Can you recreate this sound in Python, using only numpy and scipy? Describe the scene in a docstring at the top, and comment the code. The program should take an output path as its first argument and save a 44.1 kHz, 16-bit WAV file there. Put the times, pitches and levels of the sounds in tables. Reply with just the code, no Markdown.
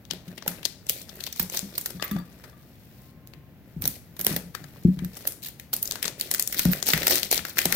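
"""Shrink-wrap torn off a tin

Hands tear and peel shrink-wrap off a round metal tin on a table in a small room, close to two unlike microphones.
Creases of film snap as shaped noise bursts over crinkle and rustle made of tiny grains; midway a knife nicks
the film, heard through the same snaps. Decaying modes make the tin's bumps on the table and its shell's rattles.
Room reflections, low rumble, hiss and one brief thin tone lie around it."""
import sys
import numpy as np
from scipy import signal
from scipy.fft import rfft, irfft, next_fast_len
from scipy.io import wavfile
from scipy.ndimage import uniform_filter1d

SR = 44100
rng = np.random.default_rng(int(sys.argv[2]) if len(sys.argv) > 2 else 0)


def generate_wav(signal):
    """Clip the signal to [-1, 1] and save it as 16-bit WAV at the path in sys.argv[1]."""
    frames = np.transpose(np.atleast_2d(signal))
    scaled = np.clip(frames, -1, 1) * 32767
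    pcm = np.round(scaled).astype(np.int16)
    wavfile.write(sys.argv[1], SR, pcm)


N = 342171
TIME = np.arange(N) / SR
EDGE_HZ = 15950  # upper limit of the sound

# the loud snaps of the film: [t/s, relative level/dB, slope/dB per octave, main resonance of the crease f/Hz,
# length/ms, left over right before the microphones/dB]
LOUD_SNAPS = [(0.052, -27, 1, 3660, 1.4, 6), (0.1094, -4, -2.5, 3670, 2.1, 7.5),
              (0.1342, -9, -2, 660, 1.9, -3), (0.279, -23, 0.5, 3180, 6.8, 4),
              (0.377, -13.5, -3.5, 2880, 6, 6), (0.424, -14.5, -7.5, 5300, 1.6, 2.5),
              (0.462, -11.5, -4.5, 800, 2.3, -7), (0.4784, 3, -2.5, 12200, 1.2, -0.5),
              (0.63, -13.5, -3, 2880, 2.5, -2), (0.652, -1, 1.2, 4300, 2, 5),
              (0.657, -7.5, -1.2, 5400, 1.5, 10), (0.8672, -15, -3.0, 8200, 0.9, -4),
              (0.896, 2, 6, 2920, 0.37, 2.5), (1.016, -22.5, -0.5, 6900, 1.4, 11),
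              (1.092, -20.5, 0.5, 4100.0, 5.7, 7.5), (1.2044, -10, 0.5, 3500, 4, -0.5),
              (1.2386, -9, 1, 4000, 0.67, 5), (1.2648, -7, 0.5, 3280, 4.4, -3),
              (1.2726, -13, -3, 3970, 3.4, 4), (1.326, -11.5, 1, 5600.0, 4, -4),
              (1.397, 5, 2, 1010, 2.1, -6.5), (1.428, -18, 6, 13400, 2.8, 0),
              (1.498, -9, -2, 8200, 2.8, -3), (1.544, -3, 1, 950.0, 7.7, -4),
              (1.57, -1.5, 0.4, 5300.0, 5.1, -3), (1.592, -5.5, -1.5, 8500, 1.1, 3),
              (1.752, -13.5, -0.5, 3980, 6.4, -5), (1.7788, 0, 4.5, 1000.0, 4, -4),
              (1.811, -14.5, 2.5, 9700.0, 3.8, -4), (1.8588, -1.5, 4, 1270, 2.9, 3),
              (1.9029, -16.5, -3.9, 11000.0, 4.4, 13.5), (2.0251, 1, -3.2, 2150, 0.73, 3.5),
              (2.0396, -12, -1, 14300, 12, -17), (2.1117, -9, 3, 1300, 5.6, -9),
              (2.164, -14.5, -6.5, 1150, 3.9, -1), (2.4386, -17, -3.5, 1410, 8.9, 2),
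              (3.2734, -21.5, 2.5, 700.0, 0.54, -1), (3.336, -24.5, -6.5, 2860, 1.8, 4.5),
              (3.821, -5, -1, 14100, 1.2, -6), (3.854, 2, 2.3, 724, 3.2, -1),
              (3.8763, -4, 2.6, 12000.0, 2, -2), (4.1653, -18, -4.5, 13000, 4.4, 0),
              (4.193, -7.5, -2.1, 12900, 2, -5), (4.201, -8.5, -4.5, 13500, 2, -3),
              (4.2118, -5.5, 0.7, 12900, 2.2, -1.5), (4.2473, -6, 1, 12000.0, 0.94, -3),
              (4.266, 9, -3.0, 11500, 2.1, -2.5), (4.325, -8, 3, 1400.0, 3.3, -7),
              (4.3631, 0, -3, 13900, 2.4, 2.5), (4.5494, -5, -2, 1480, 2.3, 7.5),
              (4.6411, -21, -3, 1500.0, 2.2, 15), (4.7604, -32, -8, 1270, 2.1, -2),
              (4.99, -16, -4.5, 2060, 3.1, 4), (5.0464, -12.5, 2.5, 1600.0, 2.7, -5),
              (5.1671, -12, -3, 11000.0, 7.5, 1), (5.2522, -11, -3.5, 636, 2.2, -1),
              (5.2723, 0, 0.7, 11100, 3.5, -3.5), (5.3216, -16.5, -0.1, 9650, 0.73, 1),
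              (5.4604, -13.5, -0.5, 12200, 7.6, -8), (5.4854, -14, -1.5, 13600, 3.1, 0),
              (5.5975, -13, 2, 2010, 1.5, 0), (5.7299, 0.5, 2.5, 785, 5.5, 0),
              (5.7365, -1, 5, 895, 2.6, -3), (5.765, -9.5, 2.3, 9700.0, 1.2, -3),
              (5.8279, -6, 4, 13200, 1.2, -1.5), (5.855, -10, 0.5, 6700.0, 1.7, -1),
              (5.875, -13.5, 3.5, 5600.0, 2.8, 5), (5.911, -4, 3.5, 3860, 1.2, -0.5),
              (5.921, -6, -1.5, 7200, 1.7, 3), (5.956, -5.5, -2, 1350, 1.3, 2),
              (6.0276, 2, 2, 2470, 2, 0.5), (6.0434, -4, -1, 2500, 0.89, -6),
              (6.0524, -2, -5, 7460, 4, 3.5), (6.0783, -7.5, -4.5, 7600.0, 3.9, 13),
              (6.1975, -9, 3.5, 2000.0, 2.2, 0), (6.211, -0.5, 4, 3030, 1.5, -2.5),
              (6.3139, 3, -0.7, 9200, 1, -2), (6.3389, -2.5, 0.7, 8100.0, 2.6, -6),
              (6.3462, 0.5, 3.5, 1500.0, 2.5, 1), (6.395, 2.5, 0.7, 8600.0, 5.3, -1),
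              (6.4244, -7.5, 4, 7450, 1.6, 2), (6.4746, -5, 2.7, 8500, 2.3, -1.5),
              (6.5239, -2.5, 3.5, 1930, 6.8, -2), (6.544, -3.5, 1.5, 1800, 3.5, -1),
              (6.593, 7, 3, 1350, 2.5, 0.5), (6.652, 2.5, -4, 12300, 2.9, -1),
              (6.715, -10.5, 3.7, 14100, 17, -7), (6.7338, -1, -1.5, 1900.0, 0.58, 6),
              (6.8264, 0.5, -1.2, 6660, 1.6, 0), (6.8798, -8, 4.5, 5930, 2.4, 2),
              (6.8873, 6, 2.5, 690, 2.2, 1), (6.9019, 3, -3, 5100, 3.1, -3),
              (6.9342, 11.5, -1.1, 2010, 2.6, -5), (6.9768, -0.5, 1.7, 2200.0, 2, -12),
              (7.02, -3.5, -4.4, 3180, 1, -4), (7.0307, -2, -2, 1970, 2.3, 2),
              (7.0682, 9.5, 1, 1600.0, 3.3, -1.5), (7.0795, 5.5, -2.5, 8100.0, 2.6, -2),
              (7.1072, 9.5, 1.3, 870, 6.4, -2), (7.1209, 5, -3.5, 5170, 3.8, -4),
              (7.1555, 0, 3.5, 2060, 1.9, 7), (7.181, -9, 7, 4940, 1.8, 4),
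              (7.2304, -0.5, 0.5, 3250, 2.9, 6), (7.3137, 7, 2.9, 800, 1.3, 1),
              (7.3257, 5.5, -3.5, 12100, 3.3, 2), (7.377, -6, -2.5, 5050, 2.1, 17.5),
              (7.391, -8, -5, 2600, 3.8, 1), (7.4503, -1.5, -1.7, 1520, 2.3, -4),
              (7.571, -6, -3, 1780, 2.4, 3), (7.5842, 5, 2, 1800.0, 1.4, 2),
              (7.5892, 8, 0.6, 2080, 0.79, 1.5), (7.6155, -1.5, 0.5, 1900, 2.5, 2),
              (7.655, 8.5, -4, 9700.0, 2.2, -2), (7.724, 8, 1.6, 1570, 2.3, 3.5),
              (7.7503, 10.5, -2.5, 10800, 0.74, -5.5)]


def amp(db):
    """Decibels to gain."""
    return 10 ** (np.asarray(db) / 20)


def unit(x):
    """Scales to rms 1."""
    return x / np.sqrt(np.mean(x ** 2) + 1e-20)


def read(points, hz):
    """Reads a table on a log-frequency axis."""
    f, value = np.transpose(points)
    return np.interp(np.log(hz + 1), np.log(f + 1), value)


def add(mix, s, sound):
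    """Mixes a sound in at time s."""
    part = mix[..., max(round(s * SR), 0):][..., :sound.shape[-1]]
    part += sound[..., :part.shape[-1]]


def causal(db):
    """Minimum-phase response for a gain curve: a sharp front, the ringing after it."""
    log_gain = np.log(amp(np.concatenate([db, db[-2:0:-1]])))
    return np.exp(np.conj(signal.hilbert(log_gain)))[:len(db)]


def colour(x, points, size=4096):
    """Filters by a spectrum table, in minimum phase."""
    taps = irfft(causal(read(points, np.fft.rfftfreq(size, 1 / SR))))
    taps = taps.reshape((1,) * (x.ndim - 1) + (-1,))
    return signal.oaconvolve(x, taps, axes=-1)[..., :x.shape[-1]]


def pair(x, lead_ms=0.07):
    """Two unrelated signals become a microphone pair: most alike low down, the right a little early."""
    # likeness of the two channels: [f/Hz, share in common/0-1]
    likeness = [(60, 0.3), (150, 1), (500, 0.87), (1200, 0.72), (3000, 0), (14000, 0)]
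    hz = np.fft.rfftfreq(x.shape[1], 1 / SR)
    right, other = rfft(x)
    same = np.clip(read(likeness, hz), 0, 1)
    left = same * right + np.sqrt(1 - same ** 2) * other
    left = left * np.exp(-2j * np.pi * hz * lead_ms / 10 ** 3)
    return irfft(np.array([left, right]), x.shape[1])


def ambience(level_db=-50.5, hiss_hz=4000):
    """Low rumble of the house and faint hiss; the hiss swells, drops for a while and returns."""
    # spectrum of the still room, scaled afterwards to level_db: [f/Hz, relative level/dB]
    still_room = [(20, -40), (36, -20), (58, -1), (95, -2), (125, 0.5), (220, -4.5), (400, -15),
                  (650, -18.5), (1100, -27.5), (1900, -25.5), (3200, -33), (9000, -48), (12500, -37.5),
                  (14600, -34.5)]
    # gain of the treble above hiss_hz: [t/s, level/dB]
    hiss_gain = [(0, 6), (2.6, 5), (3.05, 10.5), (3.13, 3), (3.7, 4), (3.9, 9), (7.76, 7)]
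    noise = pair(rng.standard_normal((2, next_fast_len(N))))[:, :N]
    air = amp(level_db) * unit(colour(noise, still_room))
    high_pass = signal.butter(2, hiss_hz, "high", fs=SR, output="sos")
    hiss = signal.sosfiltfilt(high_pass, air)
    extra = amp(np.interp(TIME, *np.transpose(hiss_gain))) - 1
    return (air + hiss * extra) * amp([[1.0], [-1.0]])  # the left 2 dB above the right


def crease(hz, tilt_db, crease_hz):
    """Spectrum of a snap in dB: one broad resonance set by the crease's size, on a slope set by its sharpness."""
    # spectrum that all snaps share: [f/Hz, level/dB]
    shared_colour = [(630, -3), (1100, -5), (2000, -2.8), (4000, -0.5), (6300, -0.8), (8500, -4),
                     (11000, -2), (13700, 0.6)]
    peak_db, half_width_octaves = 12, 0.63
    pivot_hz, lowest_hz = 4000, 620
    held = np.maximum(hz, lowest_hz)
    resonance = peak_db / (1 + (np.log2(held / crease_hz) / half_width_octaves) ** 2)
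    slope = tilt_db * np.log2(held / pivot_hz)
    bass_loss = 10 * np.log10(1 + (260 / (hz + 20)) ** 4)
    return read(shared_colour, hz) + slope + resonance - bass_loss


def facet(hz, count=26):
    """Each facet of film has a size of its own, and so its own broad resonances, in dB."""
    knots_hz = np.geomspace(850, EDGE_HZ, count)
    knots_db = 2.3 * rng.standard_normal(count) - 0.4
    return read(list(zip(knots_hz, knots_db)), hz)


def snap_envelope(t, length_ms):
    """A faint noise swells before time 0, then the crease snaps over and flutters out."""
    rise, ring = 0.22, 0.72  # time constants as shares of length_ms
    lead_in_db, lead_in_ms = -20, 4.7
    flutter_db, flutter_ms = -22, 7.0
    ms = abs(t) * 10 ** 3
    u = ms * (t > 0) / max(length_ms, 0.3)
    flip = np.exp(-u / ring) * (1 - np.exp(-u / rise))
    lead_in = amp(lead_in_db) * np.exp(-ms / lead_in_ms)
    flutter = amp(flutter_db) * np.exp(-ms / flutter_ms)
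    return flip / flip.max() + np.where(t < 0, lead_in, flutter)


def snaps(rows, size=1536, uneven_db=3.5):
    """A crease gives way in a few quick slips, and its waves scatter through the film.
    Returns what reaches the microphones directly, and what goes out into the room."""
    direct, spread = np.zeros((2, N)), np.zeros((2, N))
    hz = np.fft.rfftfreq(2 * size, 1 / SR)
    t = (np.arange(size) - size // 4) / SR
    for s, db, tilt_db, crease_hz, length_ms, pan_db in rows:
        slips = amp(uneven_db * unit(uniform_filter1d(rng.standard_normal(size), size=24)))
        burst = rng.standard_normal((2, size)) * snap_envelope(t, length_ms) * slips
        z = rfft(pair(burst), 2 * size)
        # flatten the broad spectrum; narrow resonances still differ from crease to crease
        z /= np.sqrt(uniform_filter1d(abs(z) ** 2, size=201, axis=1))
        shape_db = db + crease(hz, tilt_db, crease_hz)
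        balance = amp([[pan_db / 2], [-pan_db / 2]])
        add(direct, s + t[0], irfft(z * causal(shape_db + facet(hz))) * balance)
        add(spread, s, irfft(causal(shape_db)))  # summed over all directions, the resonances even out
    return direct, spread


def small_snaps(work_db, count=260):
    """Lesser creases give way at random moments, as strongly as the film is worked; rows as in LOUD_SNAPS."""
    above_db, spread_db = 14, 3.0
    centre_hz, spread_octaves = 3600, 1.02
    tilt_db, length_ms, pan_db = 4.0, 2.2, -1.0  # slope in dB per octave
    rows = []
    for i in rng.integers(0, N, count):
        size, tilt, pitch, length, side = np.clip(rng.standard_normal(5), -2, 2)
        level_db = work_db[i] + above_db + spread_db * size
        crease_hz = centre_hz * 2 ** (spread_octaves * pitch)
        rows.append((i / SR, level_db, tilt_db * tilt, crease_hz, length_ms * 2 ** (length / 2), pan_db * side))
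    return rows


def handling():
    """How hard the film is worked: crinkle and rustle levels in dB, raised by each pull and each loud snap."""
    # each pull or squeeze of the film: [start t/s, length/s, fine crinkle level/dB,
    # dull rustle level before its trim/dB]
    pulls = [(0.243, 0.085, -61, -50), (0.344, 0.026, -52, -62), (0.48, 0.11, -56, -44.5),
             (0.781, 0.11, -75, -56.5), (0.879, 0.14, -42, -49), (1.064, 0.17, -51, -48),
             (1.204, 0.07, -44, -52), (1.348, 0.055, -36, -56), (1.395, 0.027, -36, -44),
             (1.513, 0.073, -32, -42.5), (1.61, 0.36, -50, -47.5), (1.991, 0.2, -55, -46),
             (2.244, 0.26, -61, -53.5), (2.56, 0.55, -61, -61), (3.63, 0.21, -70, -61),
             (3.82, 0.017, -44, -30.5), (3.89, 0.073, -45, -72), (4.269, 0.073, -34.5, -32.5),
             (4.587, 0.54, -59, -53), (5.125, 0.14, -44.5, -51), (5.417, 0.055, -36.5, -51),
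             (5.728, 0.02, -32.5, -39.5), (5.833, 0.16, -49, -47), (6.049, 0.022, -34, -34),
             (6.172, 0.12, -44.5, -44.5), (6.316, 0.11, -38.5, -48), (6.483, 0.11, -41, -44),
             (6.559, 0.07, -28.5, -52), (6.654, 0.13, -37, -37), (6.854, 0.065, -23, -34.5),
             (6.95, 0.12, -32.5, -35), (7.074, 0.099, -22.5, -33.5), (7.223, 0.032, -31, -43.5),
             (7.305, 0.051, -22.5, -41), (7.456, 0.042, -37.5, -44), (7.554, 0.091, -33, -40),
             (7.677, 0.064, -36, -29.5)]
    attack_s, release_db_per_s = 0.014, 420  # takes hold quickly, dies away once the hand stops
    # every loud snap shakes loose a flurry of smaller creases: crinkle and rustle against the snap
    flurry_db, flurry_db_per_s = (-36.5, -39.5), 597
    power, t = np.zeros((2, N)), TIME[:SR]
    for s, length, *levels_db in pulls:
        release = amp(-release_db_per_s * np.maximum(t - length, 0))
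        envelope = np.minimum(t / attack_s, 1) * release
        add(power, s, np.outer(amp(levels_db), envelope) ** 2)
    flurry = np.outer(amp(flurry_db), amp(-flurry_db_per_s * t[:SR // 8]))
    for s, db, *_ in LOUD_SNAPS:
        add(power, s, (amp(db) * flurry) ** 2)
    return 10 * np.log10(power + 1e-12)


def grains(spectrum, level_db, per_s, spread_db, grain_ms, tint_db=6.0, count=28, size=512):
    """Many tiny creases of uneven size, in count colours, as loud as the film is worked."""
    out = np.zeros((2, N))
    u = np.arange(size) / SR * 10 ** 3 / grain_ms
    hz, knots_hz = np.fft.rfftfreq(2 * size, 1 / SR), np.geomspace(620, EDGE_HZ, 10)
    for _ in range(count):
        at = np.flatnonzero(rng.random(N) < per_s / count / SR)
        train = np.zeros((1, N))
        train[0, at] = amp(spread_db * np.minimum(rng.exponential(1, len(at)), 3.0))
        knots_db = tint_db * rng.standard_normal(len(knots_hz))
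        tint = causal(read(list(zip(knots_hz, knots_db)), hz))
        grain = rfft(pair(rng.standard_normal((2, size)) * u * np.exp(-u)), 2 * size)
        out += signal.oaconvolve(train, unit(irfft(grain * tint)), axes=1)[:, :N]
    return unit(colour(out, spectrum)) * amp(level_db)


def fine_crinkle(level_db):
    """Short, dense grains of the film, bright in spectrum."""
    # spectrum of the crinkle: [f/Hz, relative level/dB]
    crinkle_colour = [(300, -10), (1200, -28), (2200, -0.5), (4500, 4), (8000, -3), (12000, 0.5),
                      (15500, 4.5)]
    return grains(crinkle_colour, level_db, per_s=700, spread_db=3.0, grain_ms=0.55)


def dull_rustle(level_db, trim_db=-1.5):
    """The sheet as a whole rustles in sparser, darker grains."""
    # spectrum of the rustle: [f/Hz, relative level/dB]
    rustle_colour = [(150, 2.5), (350, 6.5), (650, 4), (950, -2), (1900, -1.5), (3000, -2), (6000, -14.5),
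                     (15000, -7.5)]
    return grains(rustle_colour, level_db + trim_db, per_s=500, spread_db=4.0, grain_ms=0.63)


def tail(size=256):
    """Reflections from shelves and walls, each band dying at its own speed."""
    # reverberation of the room: [f/Hz, t60/s]
    room_t60 = [(150, 0.17), (600, 0.48), (2000, 0.33), (5000, 0.42), (9000, 0.38), (15000, 0.22)]
    # level of the reverberation: [f/Hz, level/dB]
    room_level = [(150, -3), (600, -7), (2000, -5), (5000, -10), (9000, -7.5), (15000, -11.5)]
    sparse = rng.standard_normal((2, SR // 2)) * (rng.random(SR // 2) < 0.25)
    hz, t, z = signal.stft(unit(pair(sparse)), SR, nperseg=size)
    t60 = np.maximum(read(room_t60, hz), 0.05)[:, None]
    even_energy = np.sqrt(np.log(10 ** 6) / (t60 * SR))  # long decays are not louder in sum
    z *= amp(read(room_level, hz)[:, None] - 60 * t / t60) * even_energy
    return signal.istft(z, SR, nperseg=size)[1]


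def room(x, first_ms=3.7, cycles_per_s=2.3, count=4):
    """Reverberation fades between several independent tails, which keeps its colour even."""
    wet = np.zeros((2, N))
    for k in range(count):
        share = np.maximum(np.cos(2 * np.pi * (cycles_per_s * TIME + k / count)), 0)
        add(wet, first_ms / 10 ** 3, signal.fftconvolve(x * share, tail(), axes=1))
    return wet


def bumps(contact_hz=400, lowest_hz=52, press_ms=1.26, level_db=1):
    """The hand-damped tin thuds on the table; hard contact favours the upper modes, soft contact the low one."""
    # the tin bumps the table: [t/s, level before band-pass and level_db/dB, pitch f/Hz, hardness/dB per octave]
    knocks = [(0.118, -33, 175, -11), (0.277, -30, 178.5, -2), (0.475, -28.5, 175.6, -4),
              (1.399, -25, 182, -10), (1.626, -28.5, 196, 1), (1.946, -28.5, 181, -9),
              (2.113, -19, 207, -4.5), (2.157, -18, 176.5, 2), (3.371, -39, 141, -5),
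              (3.763, -24, 157, -11), (3.804, -26, 112, -2), (3.838, -27, 152, 10), (3.886, -29.5, 133, -9),
              (4.196, -33, 170, 10), (4.265, -28, 217, -3), (4.307, -22, 171.4, 12.5),
              (4.333, -21.5, 175, -7), (4.361, -34, 155, -10), (4.435, -31, 175, -8),
              (4.612, -33, 147, 6.5), (4.849, -2.5, 184.2, 1), (4.969, -25, 188, -11),
              (5.02, -18.5, 183, -3.5), (5.052, -29.5, 160, -5), (6.654, -7, 181, -6.5),
              (6.935, -18, 159, -9), (7.016, -33, 167, -3), (7.387, -33.5, 186, -13.5),
              (7.655, -23, 173, 8)]
    # modes of tin and table together: [multiple of the pitch, relative level/dB, t60/s]
    body = [(0.41, -19, 0.13), (0.82, -22, 0.39), (1.0, 0.5, 0.12), (1.22, -12, 0.075), (1.8, -14, 0.11),
            (3.0, -44, 0.1)]
    out, t = np.zeros(N), np.arange(SR // 3) / SR
    press = 1 - np.exp(-(t * 10 ** 3 / press_ms) ** 2)  # the covered table gives a little
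    for s, db, hz, hard_db in knocks:
        ring = np.zeros(len(t))
        for k, mode_db, t60 in body:
            decay = amp(mode_db + hard_db * np.log2(k) - 60 * t / t60)
            ring += decay * np.cos(2 * np.pi * k * hz * t)
        add(out, s, amp(db) * ring * press)
    band = signal.butter(3, [lowest_hz, contact_hz], "band", fs=SR, output="sos")
    out = signal.sosfilt(band, out)
    return amp(level_db) * np.array([out, out])


def rattles(uneven_db=2.0, detune_share=0.0099, level_db=-2.5):
    """The tin's shell rattles as it is turned and touched; each touch rings its modes in another proportion."""
    # touches: [t/s, level before level_db/dB]
    touches = [(1.998, -35), (2.024, -37), (2.044, -36), (2.062, -53), (2.112, -35), (2.162, -43),
               (2.185, -39.5), (2.441, -56), (2.489, -54), (2.53, -54), (2.571, -57)]
    # modes of the shell: [centre f/Hz, relative level/dB, t60/s]
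    shell = [(1177, 0, 0.19), (1260, 2.5, 0.066), (1670, 4.5, 0.039), (1930, -11, 0.065),
             (2260, -39, 0.078), (3530, 2.5, 0.023), (4540, -14, 0.19)]
    out, t = np.zeros((2, N)), np.arange(SR // 6) / SR
    for s, db in touches:
        for hz, mode_db, t60 in shell:
            size, detune, phase = rng.standard_normal(3)
            turn = 2 * np.pi * hz * (1 + detune_share * detune) * t
            turn = turn + np.array([[0], [phase]])  # the channels differ in phase
            decay = amp(db + mode_db + uneven_db * size - 60 * t / t60)
            add(out, s, decay * np.sin(turn))
    return amp(level_db) * out


def tone(centre_hz=1060, waver=0.0052):
    """A faint thin tone sounds for a moment and wavers a little in pitch."""
    # loudness of the tone, silent outside these times: [t/s, level/dB]
    tone_level = [(2.85, -86), (3.0, -68.5), (3.45, -69), (3.65, -89)]
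    drift = unit(uniform_filter1d(rng.standard_normal(N), size=1500))
    hz = centre_hz * (1 + waver * drift)
    db = np.interp(TIME, *np.transpose(tone_level), left=-np.inf, right=-np.inf)
    return amp(db) * np.sin(2 * np.pi * np.cumsum(hz) / SR)


def microphones(mix):
    """Each microphone sits behind its own port, which colours what it hears."""
    # colour of the left microphone: [f/Hz, level/dB]
    left_mic = [(100, -1), (700, -3), (1000, -3), (1900, 3), (2600, -1), (4400, 3.5), (7700, 2), (11500, 2),
                (13300, -0.5), (14200, -4), (14680, 4), (15100, -16), (15600, -3.5), (16300, -36)]
    # colour of the right microphone: [f/Hz, level/dB]
    right_mic = [(100, -5), (700, -1.5), (1100, -11), (1900, -6.5), (4200, -10), (6500, -10.5), (9100, -25),
                 (11000, -9), (12800, 2.5), (13850, -11), (14200, 9), (14680, 7.5), (15300, -6.5),
                 (16300, -16.5)]
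    return np.array([colour(mix[0], left_mic), colour(mix[1], right_mic)])


def scene():
    """Film and tin in the room, through the two microphone ports, over ambience and tone."""
    # colour of the room's answer to a thud: [f/Hz, level/dB]
    thud_send = [(60, -7), (130, -4.5), (183, -2), (280, -2), (600, -23.5)]
    # nearby surfaces throw the thuds back: [delay t/s, level/dB]
    echoes = [(0.0338, -10.5), (0.0499, -17)]
    fine_db, dull_db = handling()
    direct, spread = snaps(list(LOUD_SNAPS) + small_snaps(np.maximum(fine_db, dull_db)))
    rustling = fine_crinkle(fine_db) + dull_rustle(dull_db) + rattles()
    thuds = bumps()
    mix = direct + rustling + thuds + room(spread + rustling + colour(thuds, thud_send))
    for delay, db in echoes:
        add(mix, delay, amp(db) * thuds)
    return microphones(mix) + ambience() + tone()


def record(dry):
    """Full-scale ceiling, then the band limit."""
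    low_pass = signal.firwin(511, EDGE_HZ, window=("kaiser", 9), fs=SR)
    return signal.oaconvolve(np.clip(dry, -1, 1), low_pass[None], "same", axes=1)


dry = scene()
out = record(dry)
generate_wav(out)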